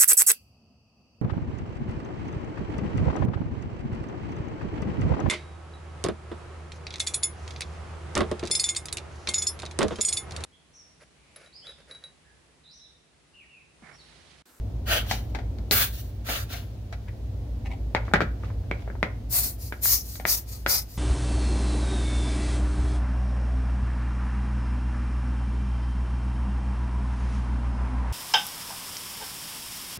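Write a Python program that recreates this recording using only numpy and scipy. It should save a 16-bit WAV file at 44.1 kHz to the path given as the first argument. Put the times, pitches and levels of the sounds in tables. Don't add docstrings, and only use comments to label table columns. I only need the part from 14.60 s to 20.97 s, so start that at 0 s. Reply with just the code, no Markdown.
import sys
import numpy as np
from scipy import signal
from scipy.fft import rfft, irfft
from scipy.io import wavfile
from scipy.ndimage import uniform_filter1d

SR = 44100
rng = np.random.default_rng(int(sys.argv[2]) if len(sys.argv) > 2 else 0)


def wrap_up_sound(samples):
    columns = np.atleast_2d(samples).T
    tamed = np.clip(columns, -1, 1)
    steps = np.round(tamed * 32767).astype(np.int16)
    wavfile.write(sys.argv[1], SR, steps)


N = 281137
TIME = np.arange(N) / SR
TOP_HZ = 15750
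SHADE_HZ = 3000


def undb(db):
    return 10 ** (np.asarray(db) / 20)


def rms(x):
    return np.sqrt(np.mean(x ** 2)) + 1e-12


def bins(size):
    return np.maximum(np.fft.rfftfreq(size, 1 / SR), 1)


def colour(points, hz):
    point_hz, db = np.transpose(points)
    return np.interp(np.log(hz), np.log(point_hz), db)


def causal(db, size):
    cepstrum = irfft(np.log(undb(db)), size)
    cepstrum[1:size // 2] *= 2
    cepstrum[size // 2 + 1:] = 0
    return irfft(np.exp(rfft(cepstrum)), size)


def resonance(hz, centre_hz, q):
    return 1 / (1 + 1j * q * (hz / centre_hz - centre_hz / hz))


def walk(per_s):
    hold = int(SR / per_s)
    steps = np.repeat(rng.standard_normal(N // hold + 2), hold)
    slewed = uniform_filter1d(uniform_filter1d(steps, hold), hold)[:N]
    return slewed / rms(slewed)


def sides(pan_db):
    return undb(np.vstack([pan_db, -pan_db]) / 2)


def add(out, s, sound):
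    start = max(int(s * SR), 0)
    out[:, start:start + sound.shape[1]] += sound[:, :N - start]


def diffuse(size, wide_hz=600, bass_width=.12):
    hz = bins(size)
    mid, side = rfft(rng.standard_normal((2, size)))
    width = np.hypot(hz ** 2, bass_width * wide_hz ** 2) / np.hypot(hz ** 2, wide_hz ** 2)
    return irfft(np.array([mid + width * side, mid - width * side]) / np.sqrt(1 + width ** 2), size)


def steady(points, db):
    noise = irfft(rfft(diffuse(N)) * undb(colour(points, bins(N))), N)
    return undb(db) * noise / rms(noise)


def scatter(t60_s, size):
    tail = diffuse(size) * undb(-60 * np.arange(size) / SR / t60_s)
    return tail / np.sqrt(np.sum(tail ** 2, axis=1, keepdims=True))


def machine_hum(waver_db=2.0, rumble_db=-35.5):
    # (frequency [Hz], rms level before the swell [dB], pitch wander [share])
    tones = [(52.5, -38, 0.0024), (59.54, -35, 0.01456), (107.05, -43.5, 0.0184), (119.1, -50, 0.00588),
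             (171, -55.5, 0.0042)]
    # (time [s], gain [dB])
    swell_curve = [(0, .5), (.95, 1.5), (1.3, -2), (2.3, -4), (2.85, 0), (4.1, 0), (4.8, -2.5), (5.3, -6),
                   (6.37, -6.3)]
    # (frequency [Hz], level [dB])
    rumble_colour = [(15, -50), (30, -30), (44, -11.5), (70, -8), (90, 0.5), (125, -9), (145, -22),
                     (250, -17), (350, -24.5), (700, -29), (2000, -60), (5000, -90)]
    swell = undb(np.interp(TIME, *np.transpose(swell_curve)))
    drone = 0
    for hz, db, wander in tones:
        phase = 2 * np.pi * np.cumsum(hz * (1 + wander * walk(9))) / SR
        drone += np.sqrt(2) * undb(db + waver_db * walk(10)) * np.sin(phase)
    return (drone + steady(rumble_colour, rumble_db)) * swell


def room_tone(level_db=-58.3):
    # (frequency [Hz], level [dB])
    hiss_colour = [(200, 0), (500, -1), (1000, -6), (2000, -7), (4000, -8.5), (6300, -12.5), (8000, -18),
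                   (15700, -17.5)]
    return steady(hiss_colour, level_db)


def stroke(attack_s, length_s, level_db, sag_db_per_s, release_db_per_s, ease_s=.009, size=16384):
    t = np.arange(size) / SR
    rise = np.sin(np.pi / 2 * np.minimum(t / attack_s, 1)) ** 3
    held_s = np.maximum(t - attack_s, 0)
    released_s = ease_s * np.logaddexp(0, (t - length_s) / ease_s)
    return rise * undb(level_db - sag_db_per_s * held_s - release_db_per_s * released_s)


def jet(flow, over_rim, tilt_db, cavity_hz, cavity_db, width_hz, rise_db_per_s,
        scatter_db=3, swing_s=.18, glide=.12, flap_db=2, flutter_db=1.35):
    # (frequency [Hz], level [dB])
    inside_colour = [(120, -38), (220, -16), (400, -7.5), (600, 0), (1000, -5.5), (1350, 5.5), (1900, 3),
                     (2450, 1.5), (3100, 3), (4300, 1), (5300, -3.5), (6500, -2.5), (8000, -9.5),
                     (9500, -5), (11700, -3), (15700, -13)]
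    # (frequency [Hz], left minus right [dB])
    inside_pan = [(200, 7), (700, 13.5), (1300, 1.5), (4400, 1), (15000, -1)]
    # (frequency [Hz], level [dB])
    rim_colour = [(120, -61), (200, -60), (327, -43), (393, 8), (517, 3), (643, 10), (1030, 6), (1290, 6.5),
                  (1440, -0.5), (2110, 3.5), (3300, -3.5), (4400, 5), (6700, 3), (7800, 0), (9500, 3),
                  (12700, 3), (14200, -2.5), (15700, -14.5)]
    size = len(flow)
    hz, t = bins(size), np.arange(size) / SR
    if over_rim:
        shape_db, pan_db = colour(rim_colour, hz), 2.5
        sizzle_hz, sizzle_db = 14900, 12
        lag_s = np.array([[0], [1.35e-4]])
    else:
        shape_db, pan_db = colour(inside_colour, hz), colour(inside_pan, hz)
        sizzle_hz, sizzle_db = 15000, 13
        lag_s = np.array([[7e-5], [0]])
    shape_db += tilt_db * np.log2(np.clip(hz, 500, TOP_HZ) / 1000)
    shape_db += sizzle_db * np.exp(-((hz - sizzle_hz) / 1600) ** 2)
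    paths = np.exp(-2j * np.pi * hz * lag_s) + undb(scatter_db) * rfft(scatter(t60_s=.07, size=size))
    eddies = rfft(diffuse(size))
    air = (rfft(rng.standard_normal(size)) * paths + eddies) * undb(shape_db) * sides(pan_db)
    treble = irfft(air.mean(axis=0) * (hz > 9000) * (hz < TOP_HZ))
    from_mid_s = np.minimum(t, swing_s) - swing_s / 2
    early, late = (irfft(air * np.exp(-2 * ((hz - centre_hz) / width_hz) ** 2))
                   for centre_hz in (cavity_hz * (1 - glide / 2), cavity_hz * (1 + glide / 2)))
    cavity = early + (late - early) * (from_mid_s / swing_s + .5)
    flapping_db = flap_db * walk(35)[:size]
    boost_db = cavity_db + rise_db_per_s * from_mid_s + flapping_db
    hiss = irfft(air) + cavity * (undb(boost_db) - 1)
    return hiss / rms(treble) * flow * undb(flutter_db * walk(80)[:size])


def bellows(over_rim_from_s=4, pause_s=.056):
    # (time [s], attack [s], length [s], treble level [dB], sag [dB/s], tilt [dB/octave],
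    # cavity note [Hz], cavity boost [dB], cavity width [Hz], cavity rise [dB/s],
    # refill length [s], refill treble level [dB], refill tilt [dB/octave])
    squeezes = [ (0.243, .078, .135, -35.7, 35, -1.8, 2950, 6.5, 500, 40, .1, -46.5, 0),
                (1.103, 0.023, 0.13, -22.5, 20, 2, 3500, -0.5, 900, 19, 0.11, -48.5, 4),
                (1.629, 0.078, 0.18, -38, 45, -0.9, 2970, -0.5, 910, -5, 0.064, -46, -0.5),
                (4.684, 0.077, 0.22, -23, 90, 4.5, 5150, -0.5, 1600, 4, 0.1, -45.5, 5),
                (5.2, 0.064, 0.15, -22.3, 10, 5, 5400, 2, 1200, 65, 0.15, -45.5, 5),
                (5.645, 0.055, 0.135, -22.5, 135, 4, 5200, 4.5, 1200, -16, 0.11, -49, 3),
                (6.052, 0.071, 0.14, -24, 117, 2.5, 5260, 5, 1300, 10, .17, -53, 3.5)]
    out = np.zeros((2, N))
    for s, attack_s, length_s, db, sag, tilt, *cavity, refill_s, refill_db, refill_tilt in squeezes:
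        over_rim = s > over_rim_from_s
        puff = stroke(attack_s, length_s, db, sag, release_db_per_s=315)
        add(out, s, jet(puff, over_rim, tilt, *cavity))
        refill = stroke(.07, refill_s, refill_db, sag_db_per_s=0, release_db_per_s=150)
        breath = jet(refill, over_rim, refill_tilt,
                     cavity_hz=5230, cavity_db=4.5, width_hz=4000, rise_db_per_s=0)
        add(out, s + length_s + pause_s, breath)
    return out


def scuffs(grain_db=2.5):
    # (centre time [s], length [s], level [dB])
    slides = [(0.462, 0.042, -45), (3.47, 0.06, -51), (3.862, 0.08, -51), (4.2, 0.15, -56)]
    # (frequency [Hz], level [dB])
    friction_colour = [(200, -12), (720, 0), (1300, -6), (2500, -8), (4500, -15), (7000, -22), (9000, -31),
                       (15000, -36)]
    swell = sum(undb(db) * np.exp(-2 * ((TIME - s) / length_s) ** 2) for s, length_s, db in slides)
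    return swell * undb(grain_db * walk(280)) * steady(friction_colour, 0)


def shell_ring(hz, t, strike_db, detune_share=.0084, stereo_spread=.16):
    # (frequency [Hz], level [dB], time to fall 60 dB [s])
    shell_modes = [(175, -20, .2), (212, -14, .18), (257, -18, .2), (399, -9, .17), (430, -11, .25),
                   (620, -6, .07), (830, -7, .1), (1315, -3, .1), (1430, -2, .12), (1600, -1, .09),
                   (1700, -2, .09), (1960, 3, .055), (2240, 4, .05)]
    mode_hz, mode_db, t60_s = np.transpose(shell_modes)[:, :, None]
    detune = 1 + detune_share * rng.standard_normal(mode_hz.shape)
    drive_db = mode_db + np.interp(mode_hz, hz, strike_db)
    modes = undb(drive_db - 60 * t / t60_s) * np.sin(2 * np.pi * mode_hz * detune * t)
    polarity = rng.choice([-1, 1], len(modes))
    ring = (polarity + stereo_spread * rng.standard_normal((2, len(modes)))) @ modes
    return np.sqrt(2) * ring / np.linalg.norm(ring)


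def knocks(thud_hz=450, snap_hz=3500, note_octaves=.25, note_cycles=26,
           rattle_db=2, rattle_top_hz=5000, shell_db=-5.5, hollow_db=-4, size=16384):
    # (time [s], relative level [dB], thud [dB], snap [dB], ring [dB],
    # note [Hz], note boost [dB], left minus right [dB])
    blows = [ (0.511, -24, 3, 12, -1.5, 800, 13, 4.5), (0.748, -38.5, 4, 3, 4, 820, 10, 5.5),
             (0.787, -45, 6, 0, 4, 744, 11, 6), (0.985, -55, -20, 15, -7, 4300, 5, 13),
             (0.990, -46, 22, -15, -5, 230, 8, 2), (1.11, -19, 16, 27, -2, 4300, 5, 1.5),
             (1.688, -39, 12, -4, 8, 696, 13, 3), (2.325, -51, -3, 5, 10, 720, 6, 3.5),
             (3.348, -20, 4.5, -6, -6, 900, 2, 4.5), (3.363, -41, 0, -15, 11, 2150, 3, 1),
             (3.536, -18, 13.5, -1, -1.5, 1484, 5, 3.5), (3.541, -26.5, 3, -17, 5.5, 1620, 4, -2),
             (3.556, -36, -3, -18, 11, 1750, 5, 0), (3.605, -27, 13, -6, 1.5, 1330, 5, 3),
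             (3.615, -34.5, 18, -3, 10, 1420, 7, 2), (4.112, -27.5, 8.5, -14, -4.5, 2270, 5, -2),
             (4.428, -21.5, 6, -8, -4, 2080, 3, 0.5), (5.123, -34, 5, -12, -3, 1500, 2, 1),
             (5.256, -35.5, -7, -30, -15, 1550, 5, 3), (5.555, -46, -15, 10, -5, 4000, 10, 2),
             (5.598, -41, 7, 1, -2, 770, 5, 2), (5.652, -23.5, -2, -8, -6, 1940, 4, 5),
             (6.062, -22, 1.5, 0.5, -5.5, 1480, 4, 4)]
    # (time [s], relative level [dB], note [Hz])
    fingertips = [(3.480, -38.5, 1150), (3.513, -43, 800), (3.835, -42, 1200), (3.902, -45, 1000),
                  (4.276, -41, 660), (4.300, -41, 1550), (4.352, -46, 900)]
    # (frequency [Hz], level [dB])
    impact_colour = [(80, -40), (150, -6.5), (310, -9), (630, -3), (1070, -7.5), (1500, -4.5), (2300, -2.5),
                     (2750, -11.5), (4000, -10.5), (6500, -19.5), (9000, -30), (15000, -27)]
    taps = [(s, db, 14, -43, -3, note_hz, 3, 1) for s, db, note_hz in fingertips]
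    out, hz, t = np.zeros((2, N)), bins(size), np.arange(size) / SR
    lag = np.exp(-2j * np.pi * hz * np.array([[0], [1e-4]]))
    fade = 1 - (t / t[-1]) ** 2
    for s, db, thud_db, snap_db, ring_db, note_hz, note_db, pan_db in blows + taps:
        strike_db = thud_db / (1 + (hz / thud_hz) ** 4) + snap_db / (1 + (snap_hz / hz) ** 4)
        strike_db += note_db * np.exp(-(np.log2(hz / note_hz) / note_octaves) ** 2)
        pulse = causal(colour(impact_colour, hz) + strike_db, size)
        spectrum = rfft(pulse / np.linalg.norm(pulse))
        direct = irfft(spectrum * lag / (1 + 1j * hz / SHADE_HZ))
        rattle = irfft(spectrum * rfft(scatter(t60_s=.1, size=size)) / (1 + 1j * hz / rattle_top_hz))
        shell = shell_ring(hz, t, strike_db)
        hollow = undb(-60 * t * note_hz / note_cycles) * np.sin(2 * np.pi * note_hz * t)
        hollow /= np.linalg.norm(hollow)
        ring = undb(rattle_db) * rattle + undb(shell_db) * shell + undb(hollow_db) * hollow
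        blow = direct + undb(ring_db) * ring
        add(out, s + .00113, blow * fade * undb(db) * sides(pan_db))
    return out


def creaks(slips_per_s=1600, q=7, wall_hz=2100, wall_db=-7, pan_db=3, size=4096):
    # (centre time [s], length [s], level [dB], note [Hz])
    folds = [(1.700, .014, -35, 700), (1.943, .018, -41, 760), (2.334, .012, -48, 720),
             (2.485, .012, -47, 1800), (3.065, .018, -41, 760), (3.125, .028, -42, 780)]
    out, hz, t = np.zeros((2, N)), bins(size), np.arange(size) / SR
    for s, length_s, db, note_hz in folds:
        slips = (rng.random(size) < slips_per_s / SR) * rng.standard_normal(size)
        slips *= np.exp(-2 * (t / length_s - 2) ** 2)
        body = resonance(hz, note_hz, q) + undb(wall_db) * resonance(hz, wall_hz, q)
        paths = 1 + rfft(scatter(t60_s=.06, size=size))
        creak = irfft(rfft(slips) * body * paths / (1 + 1j * hz / SHADE_HZ))
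        creak /= rms(creak) * np.sqrt(t[-1] / length_s)
        add(out, s - 2 * length_s, creak * undb(db) * sides(pan_db))
    return out


def room(x, wet_db, low_t60_s=.3, high_t60_s=.22, split_hz=4000, build_s=.01, size=22050):
    low = 1 / (1 + (bins(size) / split_hz) ** 2)
    tail = irfft(rfft(scatter(low_t60_s, size)) * low + rfft(scatter(high_t60_s, size)) * (1 - low))
    tail *= 1 - np.exp(-(np.arange(size) / SR / build_s) ** 2)
    echoes = signal.fftconvolve(x.mean(axis=0, keepdims=True), tail, axes=1)[:, :N]
    return x + undb(wet_db) * echoes


def scene(knock_gain_db=27):
    handling = undb(knock_gain_db) * knocks() + creaks() + scuffs()
    return room(bellows(), wet_db=-15) + room(handling, wet_db=-6.5) + machine_hum() + room_tone()


def record(dry):
    return signal.sosfilt(signal.ellip(10, .2, 70, TOP_HZ, fs=SR, output="sos"), dry)


dry = scene()
out = record(dry)
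wrap_up_sound(out)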